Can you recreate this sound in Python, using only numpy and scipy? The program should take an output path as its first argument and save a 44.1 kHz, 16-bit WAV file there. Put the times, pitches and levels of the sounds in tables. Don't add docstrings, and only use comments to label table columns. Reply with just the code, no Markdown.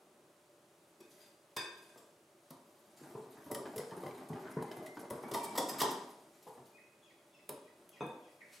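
import sys
import numpy as np
from scipy import signal
from scipy.fft import rfft, irfft, next_fast_len
from scipy.io import wavfile
from scipy.ndimage import map_coordinates

SR = 44100
rng = np.random.default_rng(int(sys.argv[2]) if len(sys.argv) > 2 else 0)


def put_to_file(sound):
    columns = np.atleast_2d(sound).T
    safe = np.clip(columns, -1, 1)
    whole_steps = np.round(safe * 32767)
    wavfile.write(sys.argv[1], SR, whole_steps.astype(np.int16))


N = 379260

# f/Hz, t60/s
ECHO_TIMES = [(120, 0.19), (400, 0.83), (1000, 0.65), (3000, 0.61), (8000, 0.51), (15000, 0.11)]
# f/Hz, side level/dB
STEREO_WIDTH = [(30, -5), (70, -31), (170, -95), (300, -29.5), (650, -13.5), (1400, -4.5), (2800, -4.5),
                (6000, -7.5), (10000, -13.5), (14000, -0.5)]
# f/Hz, level/dB
HUSH_TONE = [(15, -67), (25, -43.5), (141, -11), (291, -11), (324, -3), (527, -12.5), (587, 0.5),
             (637, -11), (1120, -16), (1220, -15.5), (1780, -22), (5370, -27), (6850, -26), (9720, -25.5),
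             (15800, -36.5)]
# t/s, churn level/dB, fizz level/dB
STIRRING = [(0.0, -60.5, -88), (1.0, -76, -70), (1.09, -64, -62.5), (1.24, -59.5, -55), (1.4, -74, -81),
            (1.8, -62.5, -57.5), (2.2, -66, -76), (2.99, -59.5, -61), (3.07, -48, -54.5),
            (3.22, -53.5, -62), (3.5, -52, -59.5), (4.55, -45.5, -58.5), (5.299, -49, -61.5),
            (5.55, -46, -52.5), (5.85, -39.5, -60), (6.2, -58, -63.5), (6.55, -61.5, -60), (6.9, -65, -78),
            (8.25, -59, -67), (8.6, -63, -76)]
# f/Hz, level/dB
CHURN_TONE = [(29, -54), (50, -43), (140, 0.5), (209, -0.5), (376, 2), (542, -12), (594, 0), (906, -8),
              (1790, -18), (2030, -18), (2180, -20.5), (4000, -33.5), (5200, -29), (8800, -120)]
# f/Hz, level/dB
FIZZ_TONE = [(1180, -19), (2000, -1.5), (2800, -4.5), (3140, -3), (5950, -3), (11400, -0.5), (14400, -4),
             (15800, -21)]
# f/Hz, width/Hz, level/dB
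BOWL_PEAKS = [(253, 16, 0.5), (440, 13, 0.5), (686, 15, -5), (777, 44, -3), (1160, 260, -0.5)]
# f/Hz, level/dB
THUD_TONE = [(24, -104), (40, -48), (134, 3.5), (203, -6), (237, -3), (304, -8), (433, -5), (538, -9),
             (832, -11.5), (951, -6.5), (1400, -23), (1860, -27), (2200, -31), (2860, -79), (4840, -120)]
# t/s, level/dB, low thump/dB, hard clack/dB, gulp f/Hz
BUMPS = [(1.002, -47.5, -10, -7, 354), (1.564, -34.5, 10, 12, 910), (1.958, -50, -11, 3.5, 675),
         (2.506, -43.5, -2.5, 1, 318), (3.012, -45.5, -4, -9, 333), (3.145, -37, -2.5, -11, 424),
         (6.467, -44, -14, -8.5, 810), (6.572, -47, -9, 0, 368), (7.49, -37, -16, -4.5, 603),
         (8.007, -29, -6.5, -2.5, 700)]
# t/s, level/dB, low thump/dB, hard clack/dB, gulp f/Hz
STROKES = [(3.512, -30.5, -3, -3.5, 570), (3.758, -33.5, 5, -10, 450), (4.032, -35.5, -3, 0.5, 578),
           (4.299, -32, 4.5, -3.5, 157), (4.568, -26, 3.5, -5, 340), (4.821, -40, 3, -13, 613),
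           (5.103, -32.5, 7, -2.5, 607), (5.343, -27, -22, -3, 950), (5.577, -24, -25, -8, 997),
           (5.813, -22, -26, -2.5, 940)]
# t/s, level/dB, treble/dB, zing f/Hz, length/s
SKIDS = [(1.004, -53.5, 1, 4600, 0.011), (1.5647, -33, -2.5, 4900, 0.013), (1.974, -52, -2, 7500, 0.023),
         (2.504, -52, -5, 9250, 0.015), (3.513, -36.5, 13, 10000, 0.0093), (3.546, -35.5, 6, 9700, 0.0074),
         (3.763, -43, 7, 11300, 0.011), (3.779, -37.5, 1, 9600, .01), (5.101, -43.5, 2, 9900, 0.012),
         (5.313, -39.5, 0, 3550, 0.012), (5.337, -30, -2, 10800, .02), (5.432, -35, 3, 8900, 0.031),
         (5.553, -36, -8, 11900, .022), (5.575, -24.5, 0.5, 3440, .021), (5.687, -30, 1.5, 5030, 0.023),
         (5.785, -30.5, -3, 12900, 0.036), (5.802, -24, -4, 3200, 0.018), (5.815, -24.5, -3.5, 3370, 0.014),
         (5.906, -37.5, 6, 3430, .024)]
# f/Hz, level/dB
RASP_TONE = [(710, -21.5), (1200, 6), (1470, -12), (1830, -7), (2470, -13.5), (3340, -11.5), (5260, -7.5),
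             (6670, -9.5), (7750, -10), (12600, -4), (15800, -11.5)]
# f/Hz, width/Hz, level/dB
WIRE_PEAKS = [(1845, 58, 2), (3230, 370, -2.5), (3720, 84, 2), (5220, 640, 0.5), (7840, 650, 3.5),
              (9850, 410, 0), (12260, 300, 0.5), (13800, 150, -7)]
# t/s, level/dB, low tones/dB, hardness/dB, chime near 4.8 kHz/dB
CLINKS = [(1.008, -63.5, -12, -14, -4), (1.204, -61, 0, 10, 6), (1.237, -66, 2, 4, -2),
          (1.567, -34, -1, -0.5, -2), (1.89, -59.5, 4, 5, -9), (8.006, -46.5, -7.5, -8, -26)]
# f/Hz, level/dB, t60/s
GLASS_MODES = [(367, -2, 0.049), (957, -6.5, 0.061), (1590, 3.5, 0.045), (1805, -7, 0.062),
               (2286, -2, 0.021), (2510, 1.5, 0.04), (3500, -2, 0.033), (3583, 0, 0.048), (4790, 3, 0.034),
               (4840, -1, 0.022), (6240, -8, 0.048), (7780, -5, 0.02), (9420, -9, 0.027),
               (9430, -10, 0.046)]
# t/s, level/dB
SNAPS = [(2.5055, -42.5), (3.514, -49), (3.76, -40), (5.106, -34.5), (7.4916, -27), (7.891, -46),
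         (8.064, -51)]
# t/s, level/dB, f/Hz, rise/s
SQUELCHES = [(2.985, -57, 1690, 0.0071), (3.032, -53, 1500, 0.0049), (3.149, -40.5, 950, 0.0042),
             (3.19, -47.5, 920, 0.0077), (3.502, -42, 1020, 0.0046), (3.369, -51, 1650, 0.0075),
             (3.4, -58, 1800, 0.026), (3.547, -37.5, 1030, .005), (3.657, -43, 1740, .003),
             (3.78, -44, 1090, 0.0035), (3.912, -50, 1700, 0.0064), (4.435, -46.5, 1610, .02),
             (4.968, -40, 1420, 0.0029), (6.465, -42, 880, 0.0074)]
# t/s, level/dB, f/Hz, low thump/dB
PLOPS = [(3.036, -45.5, 300, 0), (3.26, -50, 394, -2), (3.372, -46, 323, -4), (3.46, -39.5, 290, 2),
         (3.501, -35.5, 578, -1), (3.59, -34.5, 368, -9), (3.657, -41, 344, -22), (3.789, -32, 436, -7.5),
         (3.916, -36, 884, -9), (3.97, -34.5, 350, 2), (4.062, -37.5, 380, 5), (4.177, -56, 247, 0),
         (4.329, -37, 332, 7), (4.393, -43, 367, -7), (4.451, -40, 344, -7), (4.623, -34, 800, -10),
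         (4.713, -42.5, 482, -13), (4.769, -37.5, 343, -4), (4.971, -35, 314, -10.5),
         (5.029, -39, 584, -14), (5.131, -44, 377, 3), (5.232, -36.5, 340, -22), (5.283, -36.5, 380, -10),
         (5.312, -28, 390, -5), (5.451, -40, 940, -17), (5.552, -29, 957, -15), (5.583, -29, 270, -12),
         (5.821, -29.5, 268, -7), (7.495, -41, 267, -8)]
# t/s, level/dB, f/Hz, rise/s
PEELS = [(3.375, -59, 11000, .008), (3.44, -51, 11500, .009), (3.965, -49.5, 9500, 0.0053),
         (4.0, -51.5, 11000, .016), (4.055, -52, 9500, 0.0084), (4.174, -53, 12300, 0.0037),
         (4.286, -50, 10700, 0.0032), (4.506, -48, 12300, 0.0063), (4.622, -46.5, 10500, .004),
         (4.711, -53, 11000, 0.0054), (4.764, -49.5, 11400, 0.0047), (4.825, -55, 12000, 0.0043),
         (4.861, -45, 9400, 0.0037), (4.99, -45, 9000, 0.0058), (5.226, -50, 11200, .005),
         (5.28, -49, 10500, 0.0047), (5.364, -40, 10000, 0.0057), (5.946, -52, 10000, 0.0064),
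         (6.1, -51.5, 11100, .005), (6.425, -53, 12000, 0.0042), (6.47, -53, 10000, .008),
         (6.652, -55, 12000, .009)]
# t/s, level/dB, f/Hz
TICKS = [(3.516, -42, 1970), (3.548, -37, 1900), (3.657, -47, 1650), (3.78, -43, 2050), (3.801, -42, 2000),
         (3.909, -47, 1800), (4.036, -49, 2010), (4.064, -43, 2020), (4.109, -49, 2300), (4.179, -54, 2060),
         (4.331, -46.5, 1960), (4.474, -52, 1500), (4.624, -47.5, 1670), (4.714, -41, 1660),
         (4.865, -42.5, 2000), (4.971, -46, 1570), (5.344, -34.5, 1965), (5.58, -32.5, 1960),
         (5.82, -32, 1880)]
# f/Hz, level/dB, t60/s
LOOP_MODES = [(3100, -8, 0.049), (3840, -13.5, 0.039), (5080, -11, 0.031)]
# t/s, length/s, start f/Hz, end f/Hz, level/dB
WHISTLES = [(4.423, 0.06, 2060, 2070, -79), (4.513, 0.11, 2058, 2069, -75.5),
            (4.674, 0.031, 2048, 2050, -68.5), (4.819, 0.097, 2065, 2094, -71.5),
            (5.225, 0.022, 2170, 2410, -72), (5.382, 0.093, 2380, 2220, -71),
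            (6.704, 0.107, 2375, 2622, -75.5), (6.77, 0.013, 2340, 1750, -70),
            (8.403, 0.012, 2580, 1610, -69)]
# t/s, level/dB, pitch ratio, length ratio
CHIRPS = [(7.015, -80, 0.94, 1.08), (7.305, -80, 1, 0.95), (7.605, -81, 0.95, 0.86),
          (7.9, -73.5, 0.93, 0.8), (8.21, -81, 0.96, 0.81)]
# t/s, f/Hz
CHIRP_GLIDE = [(0, 3700), (0.016, 3525), (0.03, 3435), (.04, 2666), (.07, 2543), (.08, 2094), (0.1, 1860)]
# t/s, level/dB
HAND_SLIDE = [(8.4, -83), (8.515, -68), (8.534, -55.5), (8.6, -71)]
# f/Hz, level/dB
SNAP_TONE = [(300, -34), (2000, 0), (8000, -4.5), (10500, 8), (15000, 1)]
SQUELCH_TONE = [(200, -21), (900, 5), (2000, -11), (5000, -14.5)]
CRACK_TONE = [(500, -34), (1500, -3), (5000, -6), (14000, -16)]
SKIN_TONE = [(500, -13), (2000, -3), (7000, -4), (11000, -4.5), (15000, -17)]

HUSH_DB, CHURN_DB, FIZZ_DB = -66.17, -10.5, -14
SURGE_DB, BUILD_DB = 3, 3.5
AFTER_DB, AFTER_T60_S, BEAT_HZ = -14, 0.4, 19
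BUBBLE_T60_S, TICK_T60_S, TICK_CRACK_DB = 0.0044, 0.045, -5.5
SLAP_RISE_S, PLOP_T60_S, PLOP_RISE_PER_S = 0.0047, 0.049, 1.7
TOP_HZ = 15850
T = np.arange(SR) / SR


def amp(db):
    return 10 ** (np.asarray(db) / 20)


def unit(x):
    return x / np.sqrt(np.mean(x ** 2) + 1e-20)


def struck(x, db):
    return amp(db) * x / np.sqrt(np.mean(x[..., :round(.03 * SR)] ** 2))


def along(points, hz):
    f, value = np.transpose(points)
    return np.interp(np.log(hz + 1), np.log(f + 1), value)


def add(track, s, x):
    start = max(round(s * SR), 0)
    track[..., start:start + x.shape[-1]] += x[..., :N - start]


def coloured(x, gain):
    n = x.shape[-1]
    m = 2 * next_fast_len(n // 2 + 4096)
    cepstrum = irfft(np.log(np.maximum(gain(np.fft.rfftfreq(m, 1 / SR)), 1e-6)), m)
    cepstrum[1:m // 2] *= 2
    cepstrum[m // 2 + 1:] = 0
    return irfft(rfft(x, m) * np.exp(rfft(cepstrum)), m)[..., :n]


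def body(tone, peaks, ring_db, hz):
    ring = sum(amp(db) ** 2 / (1 + (2 * (hz - f) / width) ** 2) for f, width, db in peaks)
    return amp(along(tone, hz)) * np.sqrt(1 + amp(ring_db) ** 2 * ring)


def hump(hz, centre_hz, width, height_db):
    return amp(height_db / (1 + ((hz / centre_hz - 1) / width) ** 2))


def wobble(rate):
    return map_coordinates(rng.standard_normal(int(N * rate / SR) + 4), [np.arange(N) * rate / SR])


def grains(rate, spread_db, size):
    clicks = (rng.random(size) < rate / SR) * rng.standard_normal(size)
    return clicks * amp(spread_db * np.clip(rng.standard_normal(size), -2, 2))


def stereo(pair):
    side = coloured(pair[1], lambda hz: amp(along(STEREO_WIDTH, hz)))
    return np.array([pair[0] + side, pair[0] - side])


def kitchen(x, wet_db):
    hz, t, noise = signal.stft(rng.standard_normal((2, SR)), SR, nperseg=256)
    fade = amp(-60 * t / along(ECHO_TIMES, hz)[:, None])
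    tail = signal.istft(noise * fade, SR, nperseg=256)[1][:, :SR]
    tail = stereo(tail * (1 - np.exp(-T / 0.00043)))
    echo = signal.fftconvolve(x[None], tail / np.linalg.norm(tail[0]), axes=1)[:, :len(x)]
    return x + amp(wet_db) * echo


def hush():
    air = coloured(rng.standard_normal((2, N)), lambda hz: amp(along(HUSH_TONE, hz)))
    return amp(HUSH_DB) * unit(stereo(air))


def bubbles(times, spread_db, top_hz, size):
    t = T[:300]
    pitch, strength = rng.random((len(times), 2)).T
    hz = top_hz * (0.04 + 0.96 * pitch[:, None])
    pops = amp(spread_db * strength[:, None] ** 3) * np.sin(2 * np.pi * hz * t)
    pops *= amp(-60 * t / BUBBLE_T60_S)
    at = (times * SR).astype(int)[:, None] + np.arange(len(t))
    return np.bincount(at.ravel(), pops.ravel(), size)[:size]


def surge(t):
    starts = np.array(STROKES)[:, 0]
    turn = np.interp(t, starts, np.arange(len(starts))) % 1
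    return SURGE_DB * np.sin(2 * np.pi * 2 * turn) + BUILD_DB * turn ** 2


def batter():
    s, churn_db, fizz_db = np.transpose(STIRRING)
    t = np.arange(N) / SR

    def effort(db, floor_db):
        return np.sqrt(np.maximum(amp(np.interp(t, s, db)) ** 2 - amp(floor_db) ** 2, 0))

    clumps = amp(2.5 * wobble(25)) * grains(600, 2.15, size=N)
    folds = unit(coloured(clumps, lambda hz: body(CHURN_TONE, BOWL_PEAKS, 1.5, hz)))
    foam = bubbles(rng.uniform(0, N / SR, size=18000), spread_db=12.5, top_hz=15300, size=N)
    foam *= amp(3.3 * wobble(45))
    crackle = unit(coloured(foam, lambda hz: amp(along(FIZZ_TONE, hz)) * (hz > 300)))
    churn = kitchen(folds * amp(surge(t)) * effort(churn_db, floor_db=-65), wet_db=0.5)
    fizz = kitchen(crackle * effort(fizz_db, floor_db=-79), wet_db=3.5)
    return amp(CHURN_DB) * churn + amp(FIZZ_DB) * fizz


def knocks(blows):
    out = np.zeros((2, N))
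    u = T / 0.0034
    push = u * np.exp(-u) + 0.18 * amp(-60 * T / 0.091)
    for s, db, thump_db, clack_db, gulp_hz in blows:
        force = grains(5000, 4.3, size=SR) * push
        softness = [(130, thump_db), (260, -0.21), (550, 0.15), (1000, clack_db)]
        thud = coloured(force, lambda hz: body(THUD_TONE, BOWL_PEAKS, 0.62, hz)
                        * amp(along(softness, hz)) * hump(hz, gulp_hz, width=0.091, height_db=11.5))
        add(out, s, struck(kitchen(thud, wet_db=3), db - 10))
    return out


def skids():
    out = np.zeros((2, N))
    for s, db, treble_db, zing_hz, length in SKIDS:
        u = T / length
        edge = [(100, -59), (700, -3), (3000, 4), (11000, treble_db)]
        foam = bubbles(rng.uniform(0, .1, size=900), spread_db=10, top_hz=15680, size=SR)
        slips = (struck(grains(9000, 1.6, size=SR), 0) + struck(foam, -1.7)) * u ** 2 * np.exp(-5 * u)
        rasp = coloured(slips, lambda hz: body(RASP_TONE, WIRE_PEAKS, 5.6, hz)
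                        * amp(along(edge, hz)) * hump(hz, zing_hz, width=0.028, height_db=9))
        start = s - .13 * length
        add(out, start, struck(kitchen(rasp, wet_db=-1), db - 12.5))
    return out


def ringing(modes, touch, split):
    t = T[:SR // 3]
    ring = sum(amp(db + along(touch, hz) - 60 * t / t60) * np.sin(2 * np.pi * hz * (1 + side * split) * t)
               for hz, db, t60 in modes for side in (-1, 1))
    return np.pad(ring, (0, SR - len(t)))


def clinks():
    out = np.zeros((2, N))
    attack = 1 - np.exp(-T / 0.002)
    for s, db, low_db, hard_db, chime_db in CLINKS:
        touch = [(1800, low_db), (2500, 0), (3600, hard_db / 2),
                 (4750, hard_db + chime_db), (6100, hard_db)]
        ring = ringing(GLASS_MODES, touch, split=0.0022) * attack
        after = np.zeros(SR)
        for hz, mode_db, _ in GLASS_MODES:
            if hz < 5000:
                tone = np.sin(2 * np.pi * (hz * T + rng.random()))
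                pulse = 1 + 0.61 * np.cos(2 * np.pi * BEAT_HZ * T * rng.uniform(0.57, 1.39))
                after += amp(mode_db + along(touch, hz) - 60 * T / AFTER_T60_S) * tone * pulse
        add(out, s, struck(kitchen(ring, wet_db=10), db - 6.5) + struck(after * attack, db + AFTER_DB))
    return out


def snaps():
    out = np.zeros((2, N))
    for s, db in SNAPS:
        crack = rng.standard_normal(SR) * amp(-60 * T / 0.014) * (1 - np.exp(-T / 0.002))
        click = coloured(crack, lambda hz: amp(along(SNAP_TONE, hz)))
        add(out, s, amp(db) * kitchen(click / np.abs(click).max(), wet_db=-3))
    return out


def squelches():
    out = np.zeros((2, N))
    for s, db, hz, rise in SQUELCHES:
        burst = bubbles(rise * rng.gamma(2, size=60), spread_db=8, top_hz=5100, size=SR)
        squeeze = coloured(burst, lambda f: amp(along(SQUELCH_TONE, f))
                           * hump(f, hz, width=0.31, height_db=18))
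        add(out, s, struck(kitchen(squeeze, wet_db=-3.5), db - 13.5))
    return out


def plops():
    out = np.zeros((2, N))
    u = T / SLAP_RISE_S
    fade = amp(-60 * T / PLOP_T60_S) * (1 - np.exp(-T / 0.003))
    for s, db, hz, thump_db in PLOPS:
        pocket = np.sin(2 * np.pi * hz * (T + PLOP_RISE_PER_S * T ** 2 / 2)) * fade
        softness = [(140, thump_db), (260, -3.5), (1000, -0.5)]
        force = grains(4000, 2.5, size=SR) * u * np.exp(-u)
        slap = coloured(force, lambda f: amp(along(THUD_TONE, f) + along(softness, f)))
        add(out, s, struck(kitchen(struck(pocket, -0.3) + struck(slap, 0), wet_db=1.5), db - 13.5))
    return out


def peels():
    out = np.zeros((2, N))
    for s, db, hz, rise in PEELS:
        burst = bubbles(rise * rng.gamma(2, size=110), spread_db=14, top_hz=15530, size=SR)
        tear = coloured(burst, lambda f: amp(along(FIZZ_TONE, f)) * hump(f, hz, width=0.077, height_db=4))
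        add(out, s, struck(kitchen(tear, wet_db=-3), db - 14.5))
    return out


def ticks():
    out = np.zeros((2, N))
    for s, db, hz in TICKS:
        touch = [(2300, 0), (3200, rng.normal(0, 4.9))]
        ping = ringing([(hz, 0, TICK_T60_S), *LOOP_MODES], touch, split=0.013) * (1 - np.exp(-T / 0.0015))
        burst = rng.standard_normal(SR) * amp(-60 * T / 0.086)
        crack = coloured(burst, lambda f: amp(along(CRACK_TONE, f)))
        tick = struck(ping, 0) + struck(crack, TICK_CRACK_DB)
        add(out, s, struck(kitchen(tick, wet_db=-7), db - 15))
    return out


def note(glide, overtone_db, burr):
    s, hz = np.transpose(glide)
    t = T[T < s[-1]]
    warble = 1 + burr * np.sin(2 * np.pi * (85 * t + rng.random()))
    phase = 2 * np.pi * np.cumsum(np.interp(t, s, hz) * warble) / SR
    return signal.windows.tukey(len(t), .4) * (np.sin(phase) + amp(overtone_db) * np.sin(2 * phase))


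def bird():
    song = np.zeros(N)
    flutter = amp(3 * wobble(40))
    for s, length, start_hz, end_hz, db in WHISTLES:
        add(song, s, amp(db) * note([(0, start_hz), (length, end_hz)], overtone_db=-24, burr=0.0071))
    for s, db, pitch, stretch in CHIRPS:
        glide = np.array(CHIRP_GLIDE) * [stretch, pitch]
        glide[:, 1] *= 1 + rng.normal(0, 0.0119, len(glide))
        add(song, s, amp(db) * note(glide, overtone_db=-9.5, burr=0.028))
    scattered = kitchen(song * flutter, wet_db=-8)[0]
    return kitchen(scattered, wet_db=13)


def hand():
    s, db = np.transpose(HAND_SLIDE)
    rub = unit(coloured(grains(9000, 1.6, size=N), lambda hz: amp(along(SKIN_TONE, hz))))
    pressure = amp(np.interp(np.arange(N) / SR, s, db, left=-120) - 4)
    return kitchen(rub * pressure, wet_db=0.5)


def scene():
    whisk = knocks(STROKES + BUMPS) + skids() + ticks() + snaps() + clinks()
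    bowl = whisk + plops() + squelches() + peels() + batter() + hand()
    return bowl * amp([[.3], [-.3]]) + bird() + hush()


def record(dry):
    m = next_fast_len(N + SR)
    return irfft(rfft(dry, m) * (np.fft.rfftfreq(m, 1 / SR) < TOP_HZ), m)[:, :N]


dry = scene()
out = record(dry)
put_to_file(out)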